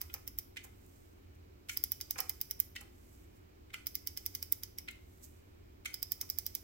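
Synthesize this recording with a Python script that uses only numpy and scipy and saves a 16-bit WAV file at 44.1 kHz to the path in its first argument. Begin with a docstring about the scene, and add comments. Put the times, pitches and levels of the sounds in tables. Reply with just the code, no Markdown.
"""Winding a small clock

A small quiet room with a distant fan. Close to a stereo pair, a gloved hand winds a wood-cased clock.
In each half turn the key knocks home on its arbor and the pawl snaps over the ratchet teeth, setting
its spring and the movement ringing; as the hand lets go, the wheel falls back against the pawl.
The glove brushes the key, and the case bumps in the holding hand."""
import sys
import numpy as np
from scipy import signal
from scipy.fft import rfft, irfft
from scipy.io import wavfile
from scipy.ndimage import uniform_filter1d

SR = 44100
rng = np.random.default_rng(int(sys.argv[2]) if len(sys.argv) > 2 else 0)


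def master(y):
    """Save y as 16-bit WAV."""
    cut = np.clip(np.atleast_2d(y).T, -1, 1)
    pcm = np.round(cut * 32767)  # scale
    wavfile.write(sys.argv[1], SR, pcm.astype(np.int16))


N = 292383
TIME = np.arange(N) / SR
BLOW = round(.01 * SR)   # samples in a 10 ms contact

# Table levels are relative. Spectrum of the room's air: f/Hz, level/dB
AIR_SPECTRUM = [(25, -14.5), (60, 0.5), (72, -1), (85, 4), (130, -14), (380, -14.5), (480, -24.5),
                (1000, -32.5), (1900, -35), (2300, -33), (3500, -39), (7900, -44.5), (9300, -50.5),
                (15000, -40)]
# its stereo width: f/Hz, side minus mid/dB
AIR_WIDTH = [(60, -28), (110, -12), (200, -8), (380, 5), (700, 4), (1290, 7), (2380, -1.5), (4400, 3.5),
             (8120, 0), (15000, 0)]
# its lean across the pair: f/Hz, left minus right/dB
AIR_LEAN = [(60, -1.5), (700, 0.5), (2400, -3.5), (15000, -4)]

# resonances of each part: f/Hz, width/Hz, level/dB
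FAN_MODES = [(296, 3, 0), (240, 8, -11), (356, 8, -8)]
CASE_MODES = [(504, 44, -4), (783, 45, 3), (1065, 60, -3), (1250, 43, 1), (1400, 660, -7),
              (2325, 550, -5.5)]
HOLLOW_BACK_MODES = [(1760, 130, -3), (2270, 200, -2), (2480, 150, -2), (3010, 120, -5)]
GLOVE_MODES = [(5600, 3300, -7), (8100, 1800, -2.5), (11100, 1900, -2), (15700, 6500, -5)]
KEY_MODES = [(4410, 200, -4.5), (5200, 70, 4.5), (6080, 97, 2.5), (6640, 300, -3), (7750, 700, -7.5),
             (8550, 300, -1), (11800, 13000, -10.5)]
BACK_PLATE_MODES = [(1120, 820, -6.5), (1407, 44, 16.5)]
MOVEMENT_MODES = [(1532, 210, -9), (2054, 93, 3.5), (2231, 39, 7.5), (2226, 39, 5), (2448, 210, -1.5),
                  (2770, 140, -9.5), (3006, 70, 3.5), (3136, 300, -1.5), (3770, 580, -8.5)]
TOOTH_MODES = [(3800, 810, -10), (6180, 7800, -7.5), (8470, 2000, -7.5), (10620, 4100, -8),
               (14500, 4100, 2.5)]
PAWL_SPRING_MODES = [(5030, 227, -1.5), (5320, 71, -9.5), (5350, 95, -7), (5715, 188, -2.5),
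                     (5868, 300, -6.5)]
PAWL_TIP_MODES = [(11820, 470, -6.5), (14900, 3800, 4)]
# resonances of the coiled mainspring: multiple of its ring, width/Hz, level/dB
COIL_MODES = [(0.998, 44.7, 5), (1.37, 27.3, -3)]

# half turns of the key: start/s, end/s, strongest pawl spring ring/dB, movement ring/dB
HALF_TURNS = [(-0.7, 0.57, -42.5, -53.5), (1.69, 2.76, -40, -51), (3.74, 4.88, -40.5, -51.5),
              (5.85, 7.0, -39, -53.5)]
# glove slipping over the key: middle t/s, length/s, level/dB
GLOVE_SLIPS = [(0.645, 0.017, -51.5), (1.728, 0.062, -55), (2.812, 0.0082, -50), (1.351, 0.012, -72.5),
               (3.146, 0.042, -78), (3.367, 0.036, -75), (4.912, 0.0098, -54), (5.243, 0.029, -53.5)]
# case bumping in the holding hand: t/s, level/dB
CASE_BUMPS = [(0.0085, -54.5), (0.140, -51), (0.149, -64), (0.159, -58), (0.643, -56.5), (2.1572, -47.5),
              (2.184, -44), (2.194, -44), (2.294, -60), (2.81, -56), (6.225, -60)]
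# key taking or giving back the load: t/s, movement/dB, metal edge/dB, back plate/dB, coil ring f/Hz
KEY_KNOCKS = [(0.0954, -59.5, -85, -65, 2520), (0.5674, -43, -54, -74, 2040),
              (1.692, -40.5, -43, -52.5, 2297), (2.183, -50.5, -41, -63, 2220),
              (2.759, -43.5, -51, -60, 1957), (3.701, -62.5, -78, -80, 2200),
              (3.738, -42, -49.5, -50.5, 2030), (4.882, -42.5, -57.5, -58, 2122),
              (5.855, -40.5, -45.5, -53, 2250)]
# pawl dropping off a tooth: t/s, level/dB, left minus right/dB
PAWL_DROPS = [(0.0151, -38, -10), (0.1403, -40, -9), (0.2766, -44, -7), (0.387, -36, -10),
              (1.7723, -35, -11), (1.8391, -29, 10), (1.9194, -32, -10), (2.0111, -39, -2),
              (2.1088, -32, -9), (2.2036, -33, -12), (2.2949, -31, -6), (2.4133, -33, -8), (2.51, -36, -6),
              (2.6011, -27, -14), (3.869, -35, -6), (3.9534, -36, -7), (4.0729, -35, -9), (4.1736, -38, -3),
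              (4.2623, -34, -10), (4.3503, -38, -5), (4.427, -38, -3), (4.5242, -27, -14),
              (4.6343, -43, -2), (4.7849, -43, -6), (5.9419, -41, -4), (6.0286, -35, -9),
              (6.1198, -32, -11), (6.2128, -35, -6), (6.3002, -34, -7), (6.3864, -33, -11),
              (6.4645, -35, -8), (6.5513, -34, -7)]


def from_db(db):
    return 10 ** (np.asarray(db) / 20)


def unit_energy(x):
    return x / np.sqrt(np.sum(x ** 2, axis=-1, keepdims=True) + 1e-20)


def pan(db):
    """Left and right gains for a level difference."""
    return from_db([[db / 2], [-db / 2]])


def at_hz(points, hz):
    """A curve's value at hz, on a log frequency axis."""
    point_hz, values = np.array(points).T
    return np.interp(np.log(hz + 1), np.log(point_hz), values)


def add(track, s, sound):
    """Mix a stereo sound in at time s."""
    start = max(round(s * SR), 0)
    track[:, start:start + sound.shape[1]] += sound[:, :max(N - start, 0)]


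def swell(s, length):
    """Smooth rise and fall around time s."""
    return np.exp(-(2 * (TIME - s) / length) ** 2)


def resonate(x, modes, size=16384):
    """Parallel resonances of alternating sign; white input keeps its power."""
    response = 0
    for k, (hz, width, db) in enumerate(modes):
        r = np.exp(-np.pi * width / SR)
        poles = [1, -2 * r * np.cos(2 * np.pi * hz / SR), r * r]
        ring = signal.lfilter([1, 0, -1], poles, signal.unit_impulse(size))
        response = response + (-1) ** k * from_db(db) * (1 - r * r) * ring
    return signal.fftconvolve(x, unit_energy(response)[None], axes=1)[:, :N]


def chatter(t60, rise, rough_db, size=8192):
    """Dying train of tiny uneven contacts, different at each microphone; rms 1 if spread over 10 ms."""
    t = np.arange(size) / SR
    uneven = uniform_filter1d(rng.standard_normal(size), size=36) * np.sqrt(36)
    envelope = from_db(-60 * t / t60 + rough_db * uneven) * (1 - np.exp(-t / rise))
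    return np.sqrt(BLOW) * unit_energy(envelope * rng.standard_normal((2, size)))


def snap(lag, size=8192):
    """One sharp impact, lag samples later at the right microphone; as strong as one chatter."""
    n = np.arange(size) - 8
    return np.sqrt(BLOW) * unit_energy(np.sinc(n - np.array([[-lag / 2], [lag / 2]])))


def room_tone(air_db=-57, fan_db=-74.5):
    """Steady rumble in the middle of the pair, under diffuse hiss and a distant fan's wavering hum."""
    hz = np.arange(N // 2 + 1) * SR / N
    mid, side = rfft(rng.standard_normal((2, N))) * from_db(at_hz(AIR_SPECTRUM, hz))
    side = side * from_db(at_hz(AIR_WIDTH, hz))
    lean = from_db(at_hz(AIR_LEAN, hz) / 2)
    air = irfft(np.array([(mid + side) * lean, (mid - side) / lean]), N)
    fan = resonate(rng.standard_normal((1, N)), FAN_MODES)
    return from_db(air_db) * air / air.std() + from_db(fan_db) * fan


def room(x, t60=0.4, early_db=-6.0, early_t60=0.091, gap_s=.007, echoes_per_s=1500, size=32768):
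    """Reflections from table and wall, then a smooth tail."""
    t = np.arange(size) / SR
    late = unit_energy(rng.standard_normal((2, size)) * from_db(-60 * t / t60) * (t > gap_s))
    echoes = rng.standard_normal((2, size)) * (rng.random((2, size)) < echoes_per_s / SR)
    early = unit_energy(echoes * from_db(-60 * t / early_t60) * (t > gap_s))
    return signal.fftconvolve(x, late + from_db(early_db) * early, axes=1)[:, :N]


def reach(db=-79.5, before_s=0.37):
    """The glove brushes the hollow back of the case as the hand reaches for the key again."""
    level = from_db(db) * sum(swell(start - before_s, length=0.55) for start, *_ in HALF_TURNS)
    return resonate(level * rng.standard_normal((2, N)), HOLLOW_BACK_MODES) * pan(-2.2)


def glove(grain_db=3.0, crinkles_per_s=6.3, release_after_s=0.34):
    """Grainy friction and tiny crinkles, mid-turn and as the hand opens; a swish at each slip."""
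    progress = [np.clip((TIME - start) / (end - start), 0, 1) for start, end, *_ in HALF_TURNS]
    turning = from_db(-70) * sum(np.sin(np.pi * part) ** 2 for part in progress)
    release = from_db(-71.5) * sum(swell(turn[1] + release_after_s, length=0.45) for turn in HALF_TURNS)
    slip = sum(from_db(db + 0.5) * swell(s, length) for s, length, db in GLOVE_SLIPS)
    grain_samples = np.arange(0, N, 64)
    grains = np.interp(np.arange(N), grain_samples, rng.standard_normal(len(grain_samples)))
    friction = from_db(grain_db * grains) * rng.standard_normal((2, N))
    crinkles = from_db(18) * (rng.random(N) < crinkles_per_s / SR) * rng.normal(0, 2.9, (2, N))
    rustle = slip * friction + (turning + release) * (friction + crinkles)
    # rubbing on the key also stirs the movement
    rub = (from_db(-9.5) * turning + from_db(-13) * release) * friction
    return resonate(rustle, GLOVE_MODES) * pan(-4.5) + resonate(rub, MOVEMENT_MODES)


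def case_bumps():
    """Soft, dull blows of the holding hand on the wooden case."""
    force = np.zeros((2, N))
    for s, db in CASE_BUMPS:
        add(force, s, from_db(db) * chatter(t60=.04, rise=.0008, rough_db=3))
    return resonate(force, CASE_MODES) * pan(-2.6)


def key_knocks(slide_db=-14.0, touch_db=-6.0, seat_db=0.5, seat_s=.0024):
    """The key slides, touches and seats; the movement shakes, the coil rings at its tension's pitch."""
    movement, key, plate, coil = np.zeros((4, 2, N))
    for s, movement_db, edge_db, plate_db, coil_hz in KEY_KNOCKS:
        for at, db in ((s - .007, slide_db), (s - .0012, touch_db), (s + seat_s, seat_db)):
            add(movement, at, from_db(movement_db + db) * chatter(t60=0.017, rise=0.00087, rough_db=7))
            add(key, at, from_db(edge_db + db) * chatter(t60=0.02, rise=0.00078, rough_db=-5.5))
            add(plate, at, from_db(plate_db + db) * chatter(t60=0.018, rise=0.00014, rough_db=5.5))
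        jolt = from_db(movement_db - 2.5) * snap(lag=rng.normal(0, 9.8))
        modes = [(coil_hz * multiple, width, db) for multiple, width, db in COIL_MODES]
        add(coil, s + seat_s, resonate(jolt, modes))
    body = resonate(movement, MOVEMENT_MODES) + resonate(plate, BACK_PLATE_MODES) + coil
    return body * pan(-0.92) + resonate(key, KEY_MODES) * pan(-5.5)


def pawl_spring(scrape, impact, past_fastest_s, scatter, fade_db_per_s=6.5, tilt_db_per_khz_s=14.5):
    """The flicked spring rings most when the key is fastest; its higher modes take over with time."""
    tilt_db_per_hz = tilt_db_per_khz_s * past_fastest_s / 1000
    modes = [(hz, width, db + tilt_db_per_hz * hz + 1.5 * offset)
             for (hz, width, db), offset in zip(PAWL_SPRING_MODES, scatter)]
    flick = from_db(-4) * (impact + chatter(t60=0.03, rise=.0002, rough_db=-0.5))
    force = np.hstack([from_db(-3.5) * scrape, flick])
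    return from_db(-fade_db_per_s * abs(past_fastest_s)) * pan(-4) * resonate(force, modes, size=4096)


def pawl_tip(side_db, detune, lag_samples_per_db=0.33):
    """The tiny tip cracks in the high treble, arriving first at the microphone where it is louder."""
    modes = [(hz * (1 + detune), width, db) for hz, width, db in PAWL_TIP_MODES]
    tick = pan(side_db) * snap(lag_samples_per_db * side_db)
    return resonate(resonate(tick, modes, size=1024), modes, size=1024)


def ratchet(fastest_after_s=0.31, hand_damping_db_per_s=2, usual_drop_db=-33.5, rattle_follows=0.44):
    """The pawl scrapes over a tooth's crest, snaps down and rattles; its spring and the plates ring."""
    crack, teeth, spring, plates = np.zeros((4, 2, N))
    variations = rng.standard_normal((len(PAWL_DROPS), 2 + len(PAWL_SPRING_MODES)))
    for (s, drop_db, side_db), (lag, colour, *scatter) in zip(PAWL_DROPS, variations):
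        start, _, spring_db, movement_db = max(turn for turn in HALF_TURNS if turn[0] < s)
        tooth_gain = from_db(-42 + rattle_follows * (drop_db - usual_drop_db))
        plate_gain = from_db(movement_db - hand_damping_db_per_s * (s - start))
        # a reversed chatter swells up to the drop
        scrape = from_db(-10.5) * chatter(t60=0.082, rise=.0001, rough_db=5)[:, BLOW::-1]
        scrape_s = s - BLOW / SR
        add(teeth, scrape_s, tooth_gain * scrape)
        add(plates, scrape_s, plate_gain * from_db(3) * scrape)
        impact = snap(2 * lag)
        rattle = from_db(-0.3) * impact + from_db(0.7) * chatter(t60=0.042, rise=0.000287, rough_db=1)
        shake = from_db(-6.5) * impact + from_db(-7) * chatter(t60=0.05, rise=.0002, rough_db=-1)
        add(teeth, s, tooth_gain * pan(-2.5) * rattle)
        add(plates, s, plate_gain * pan(-1.9) * shake)
        ring = pawl_spring(scrape, impact, s - start - fastest_after_s, scatter)
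        add(spring, scrape_s, from_db(spring_db) * ring)
        add(crack, s - .0002, from_db(drop_db - 6) * pawl_tip(side_db, detune=0.015 * colour))
    body = resonate(plates, MOVEMENT_MODES) + from_db(-15) * resonate(plates, CASE_MODES)
    return crack, resonate(teeth, TOOTH_MODES), spring, body


def scene():
    """Clock and glove close to the pair, a little to the right, with the small room behind."""
    crack, teeth, spring, plates = ratchet()
    knocks, bumps, rustle = key_knocks(), case_bumps(), glove() + reach()
    # the narrowly beamed crack stirs the room least
    send = (from_db(-34.5) * crack + from_db(-12) * teeth + from_db(-10.5) * (spring + rustle)
            + from_db(-7.5) * (plates + knocks) + from_db(-5) * bumps)
    return crack + teeth + spring + plates + knocks + bumps + rustle + room(send) + room_tone()


def record(dry, cutoff_hz=16000):
    """A steep low-pass on both microphones."""
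    return signal.sosfilt(signal.ellip(8, .3, 60, cutoff_hz, fs=SR, output="sos"), dry)


dry = scene()
out = record(dry)
master(out)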